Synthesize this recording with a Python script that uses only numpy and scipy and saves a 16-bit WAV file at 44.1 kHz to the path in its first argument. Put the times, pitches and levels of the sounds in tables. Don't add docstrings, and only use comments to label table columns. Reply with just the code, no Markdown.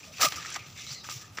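import sys
import numpy as np
from scipy import signal
from scipy.fft import rfft, irfft
from scipy.io import wavfile

SR = 44100
rng = np.random.default_rng(int(sys.argv[2]) if len(sys.argv) > 2 else 0)


def volts_from_decibels(level):
    exponent = np.asarray(level, float) / 20
    return 10 ** exponent


def master_out(mix):
    frames = np.transpose(np.atleast_2d(mix))
    ceiling = np.clip(frames, -1, 1)
    pcm = np.round(ceiling * 32767).astype(np.int16)
    wavfile.write(sys.argv[1], SR, pcm)


N = 61740

# time in seconds, level in dB, tilt in dB per octave,
# fine dust above 8 kHz in dB.
FOOT_DRAG = [(0, -52, 2.5, -1), (.04, -50, 4, -4), (.11, -56.5, 2, 1), (.18, -45.5, 2, -4.5),
             (.31, -39.5, -1, 3.5), (.37, -39, -2.5, -3.5), (.44, -42, -0.5, -8), (.55, -41.5, -1, -3.5),
             (.59, -48, -3, -2.5), (.735, -52, 3.5, -5), (.77, -49, 3.5, -4.5), (.925, -46.5, 6.5, -7),
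             (1.03, -57, 3, -3), (1.046, -49, 3, -2), (1.086, -46, 1.5, -1.5), (1.125, -41.5, 6.5, -3),
             (1.29, -57.5, 1.5, -2.5), (1.4, -54.5, -2.5, 14.5)]
# frequency in Hz, level in dB.
LEAF_COLOUR = [(250, -11), (600, -13), (1500, -6), (2300, 1), (4000, -3.5), (7300, -5.5), (16000, -4)]
# time in seconds, level in dB, tilt in dB per octave.
HEEL_CRUSH = [
    (.18, -60, 0),
    (.2, -39, -2),
    (0.2125, -21, 2),
    (0.238, -22.5, 3),
    (0.253, -20, 1),
    (0.276, -37, 5),
    (0.302, -40, 1),
]
# frequency in Hz, level in dB.
PILE_COLOUR = [(200, -13), (600, -1.5), (1250, -2.5), (1800, -2), (5500, -6), (7500, -6), (16000, -2.5)]
# start in seconds, peak in dB, pitch in Hz, decay in seconds.
LEAF_CRACKS = [(0.119, -44, 4000, 0.0065), (0.195, -33.5, 1330, 0.012), (0.36, -29, 11500, 0.023),
               (0.338, -36.5, 1290, 0.0058), (0.357, -32, 5630, 0.019), (0.4484, -33.5, 1591, 0.0045),
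               (0.458, -30, 1750, 0.0041), (0.465, -32, 5450, 0.0046), (0.502, -27, 9500, 0.0044),
               (0.523, -29.5, 6400, 0.0064), (0.542, -28, 6500, 0.004), (0.554, -26.5, 1810, 0.0029),
               (.56, -25.5, 1110, 0.0062), (0.5606, -27, 2210, 0.006), (1.041, -40, 1510, 0.016),
               (1.091, -49, 1068, 0.017), (1.372, -34, 5750, 0.0052), (1.3726, -33.5, 2500, 0.0071),
               (1.384, -31.5, 2150, 0.0084), (1.385, -36, 494, 0.0034)]
# start in seconds, peak in dB, pitch in Hz.
FOOT_THUDS = [(0.239, -33.5, 305), (0.261, -38, 140), (0.351, -46, 94), (0.6, -47, 112),
              (0.677, -46, 140.5), (0.804, -53.5, 100), (0.906, -40, 129.4), (1.152, -38.5, 126),
              (1.304, -46.5, 108), (0.214, -48, 108), (0.502, -71, 97), (0.729, -58, 88)]
# time in seconds, level in dB, pitch in Hz.
LEAF_SCRAPE = [
    (.925, -88, 4400),
    (.945, -49, 4250),
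    (.97, -50.5, 4250),
    (1.02, -54, 3900),
    (1.04, -62, 3800),
    (1.055, -100, 3800),
]
# start in seconds, level in dB, pitch in Hz, length in seconds.
LEAF_RUBS = [(.005, -55, 2310, 0.0032), (0.027, -50.5, 2510, 0.034), (0.071, -53, 592, 0.057),
             (0.134, -52, 2520, 0.03), (0.165, -46.5, 2500, 0.038), (0.23, -37, 616, 0.05),
             (0.2256, -42, 740, 0.039), (0.37, -42, 1320, 0.02), (0.584, -48, 2410, 0.037),
             (0.75, -53, 2200, 0.18), (0.77, -50.5, 3670, 0.072), (0.45, -56, 1227, 0.09),
             (0.928, -54, 4750, 0.15), (0.861, -47, 4050, 0.053), (0.901, -43, 4700, 0.037),
             (0.931, -56, 2070, 0.083), (1.048, -54.5, 1217, 0.017), (1.112, -55, 1217, 0.025),
             (1.198, -57, 1700, 0.078), (1.43, -58, 5800, 0.15), (0.763, -59, 1720, 0.058),
             (0.74, -55, 2710, 0.22), (1.192, -63.5, 1260, 0.11), (0.22, -34.5, 1290, 0.026),
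             (0.26, -39, 1182, .017), (0.6, -56, 2230, .08), (0.287, -53, 1240, 0.0098),
             (0.495, -48.5, 1550, 0.046), (0.395, -48, 1720, 0.07), (.238, -37, 5500, 0.012),
             (.212, -36, 7800, 0.012), (1.035, -54, 1610, 0.032), (1.5, -49, 3000, 0.047)]
# start in seconds, peak in dB, pitch in Hz.
STEM_SNAPS = [(.1842, -26, 4000), (.2851, -12, 10000), (.3229, -17.5, 3200), (.4287, -29, 4000),
              (.5628, -23, 3000), (.8668, -29, 4500), (.9098, -27, 4500), (.9243, -29, 5000),
              (1.0445, -33, 2500), (1.0893, -26, 1400), (1.0974, -24, 7000), (1.1145, -23, 5500),
              (1.3772, -26, 2100), (1.3852, -24, 1800), (.0109, -39, 3100), (.0419, -37, 2700),
              (.0512, -37, 5200), (.2152, -15, 4500), (.2293, -14, 3500), (.2318, -14, 4000),
              (.2352, -12, 4000), (.2478, -13, 4500), (.2499, -13, 3500), (.2522, -14, 3000),
              (.2578, -14, 2500), (.4004, -30, 3100), (.4361, -32, 3100), (.5025, -26, 10000),
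              (.5172, -31, 3000), (.7875, -34, 3400), (.7963, -32, 4100), (.8925, -32, 5000),
              (.906, -30, 4400), (.9143, -31, 4800), (.9292, -31, 5500), (.9358, -32, 5500),
              (.949, -34, 5800), (1.0672, -31, 6000), (1.0988, -29, 3000), (1.3858, -23, 1900),
              (1.3902, -30, 1800), (.5608, -25, 1600), (.5244, -29, 6000), (.5435, -30, 6500)]
# frequency in Hz, level in dB.
AIR_COLOUR = [(25, -33), (60, -9), (110, 2.5), (180, -6), (400, -14), (1000, -17.5), (5000, -37.5),
              (16000, -26)]
# frequency in Hz, level in dB.
SIDE_HISS = [(25, -68), (110, -54.5), (400, -59.5), (1500, -58.5), (5500, -64), (7500, -81), (10000, -60),
             (15000, -61)]
# frequency in Hz, width in Hz, gain in dB.
MIC_RESONANCES = [
    (1197.4, 35, 8.5),
    (1264, 98, 9),
    (6565, 205, -16.5),
    (6085, 2090, 6.5),
    (2540, 97, 2),
]
# frequency in Hz, gain in dB.
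MIC_PORT = [(7400, 0), (8300, -11), (12000, -15), (13700, -18), (14600, -6), (15430, -4), (15520, -24),
            (15800, -34)]


def in_time(rows):
    seconds, *columns = np.transpose(rows)
    return [np.interp(np.arange(N) / SR, seconds, column) for column in columns]


def rms_one(x):
    return x / np.sqrt(np.mean(x ** 2) + 1e-20)


def bandpass(order, low_hz, high_hz, x):
    return signal.sosfilt(signal.butter(order, [low_hz, high_hz], "band", fs=SR, output="sos"), x)


def drift(rate_hz):
    r = np.exp(-2 * np.pi * rate_hz * 20 / SR)
    settled = signal.lfilter([1], [1, -2 * r, r * r], rng.standard_normal(N // 20 + 2002))[2000:]
    return np.interp(np.arange(N) / 20, np.arange(len(settled)), rms_one(settled))


def grains(per_s, spread_db, hiss):
    sizes = volts_from_decibels(spread_db * np.minimum(rng.exponential(1, N), 4)) * rng.choice([-1, 1], N)
    born = rng.random(N) < per_s * volts_from_decibels(3 * drift(60)) / SR
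    return rms_one(rms_one(sizes * born) + hiss * rng.standard_normal(N))


def coloured(sources, colour, tilt_db, top_db, patchy_db, rate_hz, per_octave):
    hz_at, db_at = np.transpose(colour)
    edges = 25 * 2 ** np.arange(0, 9.4, 1 / per_octave)
    edges = edges[edges >= hz_at[0] * 0.7]
    out, total_power = 0, 0
    for k, (low, high) in enumerate(zip(edges, edges[1:])):
        hz = np.sqrt(low * high)
        level_db = np.interp(np.log(hz), np.log(hz_at), db_at)
        total_power += volts_from_decibels(2 * level_db) * (high - low) * 2 / SR
        moved_db = tilt_db * np.log2(min(hz, 6000) / 3000) + top_db * (hz > 8000)
        moved_db = moved_db + patchy_db * drift(rate_hz)
        out = out + volts_from_decibels(level_db + moved_db) * bandpass(2, low, high, sources[k % 2])
    return out / np.sqrt(total_power)


def shaped(x, colour):
    hz, db = np.transpose(colour)
    f = np.arange(N // 2 + 1) * SR / N + 1
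    return irfft(rfft(x) * volts_from_decibels(np.interp(np.log(f), np.log(hz), db)), N)


def peak(x, hz, width_hz, db):
    a, w = volts_from_decibels(db / 2), 2 * np.pi * hz / SR
    k = np.sin(w) * width_hz / hz / 2
    boost = [1 + k * a, -2 * np.cos(w), 1 - k * a]
    return signal.lfilter(boost, [1 + k / a, -2 * np.cos(w), 1 - k / a], x)


def drag():
    level_db, tilt_db, dust_db = in_time(FOOT_DRAG)
    rustle = [grains(per_s=3000, spread_db=3.5, hiss=0.82) for _ in range(2)]
    unsteady = volts_from_decibels(level_db + 1.68 * drift(23.4))
    return unsteady * coloured(rustle, LEAF_COLOUR, tilt_db, dust_db, patchy_db=1.6, rate_hz=24.0,
                               per_octave=7)


def crush():
    level_db, tilt_db = in_time(HEEL_CRUSH)
    t = np.arange(N) / SR
    to_nearest_end = np.minimum(t - HEEL_CRUSH[0][0], HEEL_CRUSH[-1][0] - t)
    gate = np.clip(to_nearest_end / 0.017, 0, 1)
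    burst = [grains(per_s=5100, spread_db=4.5, hiss=0.5) for _ in range(2)]
    return gate * volts_from_decibels(level_db) * coloured(burst, PILE_COLOUR, tilt_db, 0, patchy_db=2.0, rate_hz=60.0,
                                           per_octave=7)


def cracks():
    out, t = np.zeros(N + 4096), np.arange(4096) / SR
    for (s, db, hz, decay_s), noise in zip(LEAF_CRACKS, rng.standard_normal((len(LEAF_CRACKS), 4096))):
        envelope = (1 - np.exp(-t / 0.00012)) * np.exp(-(t / decay_s) ** 0.94)
        spray = noise * np.abs(noise) ** 0.5 * envelope
        low_hz, high_hz = hz / 1.47, min(hz * 1.3, 16000)
        resonance = bandpass(1, low_hz, high_hz, bandpass(1, low_hz, high_hz, spray))
        crack = resonance + 0.18 * bandpass(1, 500, 12000, spray)
        i = int(s * SR)
        out[i:i + 4096] += volts_from_decibels(db) * crack / np.abs(crack).max()
    return out[:N]


def thuds():
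    out, t, cycles = np.zeros(N), np.arange(N) / SR, 4.77
    for s, db, hz in FOOT_THUDS:
        progress = np.clip((t - s) * hz / cycles, 0, 1)
        swell = np.sin(np.pi * progress ** 0.71) ** 2
        out += volts_from_decibels(db) * swell * np.sin(2 * np.pi * cycles * progress)
    return out


def scrape():
    level_db, hz = in_time(LEAF_SCRAPE)
    width_hz = 300
    lowpass = signal.butter(2, width_hz / 2, fs=SR, output="sos")
    low = signal.sosfilt(lowpass, rng.standard_normal((2, N)))
    phase = 2 * np.pi * np.cumsum(hz) / SR
    return volts_from_decibels(level_db) * rms_one(low[0] * np.cos(phase) + low[1] * np.sin(phase))


def rubs():
    out, t = 0, np.arange(N) / SR
    spread = 1 + 0.063
    for (s, db, hz, length_s), noise in zip(LEAF_RUBS, rng.standard_normal((len(LEAF_RUBS), N))):
        progress = np.clip((t - s) / length_s, 0, 1)
        swell = np.sin(np.pi * progress ** 0.7) ** 0.8
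        out = out + volts_from_decibels(db) * swell * rms_one(bandpass(2, hz / spread, hz * spread, noise))
    return out


def snaps():
    ring_cycles, tail_db, tail_s = 0.7, -9, 0.003
    out, t = np.zeros(N + 1024), np.arange(1024) / SR
    for (s, db, hz), noise in zip(STEM_SNAPS, rng.standard_normal((len(STEM_SNAPS), 1024))):
        click = -np.sin(2 * np.pi * hz * t) * np.exp(-t * hz / ring_cycles)
        dull_noise = signal.lfilter([1], [1, -np.exp(-2 * np.pi * hz / SR)], noise)
        tail = dull_noise * np.exp(-t / tail_s) * (1 - np.exp(-t * hz / 2))
        snap = click / np.abs(click).max() + volts_from_decibels(tail_db) * tail / np.abs(tail).max()
        thinned = signal.lfilter(*signal.butter(2, hz / 5, "high", fs=SR), snap)
        i = int(s * SR)
        out[i:i + 1024] += volts_from_decibels(db) * thinned
    return out[:N]


def air():
    noise = rng.standard_normal((2, N))
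    return volts_from_decibels(-54) * coloured(noise, AIR_COLOUR, 0, 0, patchy_db=-1.0, rate_hz=5.2, per_octave=4)


def side_hiss():
    return shaped(rng.standard_normal(N), SIDE_HISS)


def scene():
    mid = drag() + crush() + cracks() + thuds() + scrape() + air() + rubs() + snaps()
    side = side_hiss()
    return np.array([mid + side, mid - side])


def low_pass(x):
    return signal.sosfilt(signal.butter(12, 16750, fs=SR, output="sos"), x)


def record(dry):
    x = shaped(dry, MIC_PORT)
    for hz, width_hz, db in MIC_RESONANCES:
        x = peak(x, hz, width_hz, db)
    return low_pass(x)


dry = scene()
out = record(dry)
master_out(out)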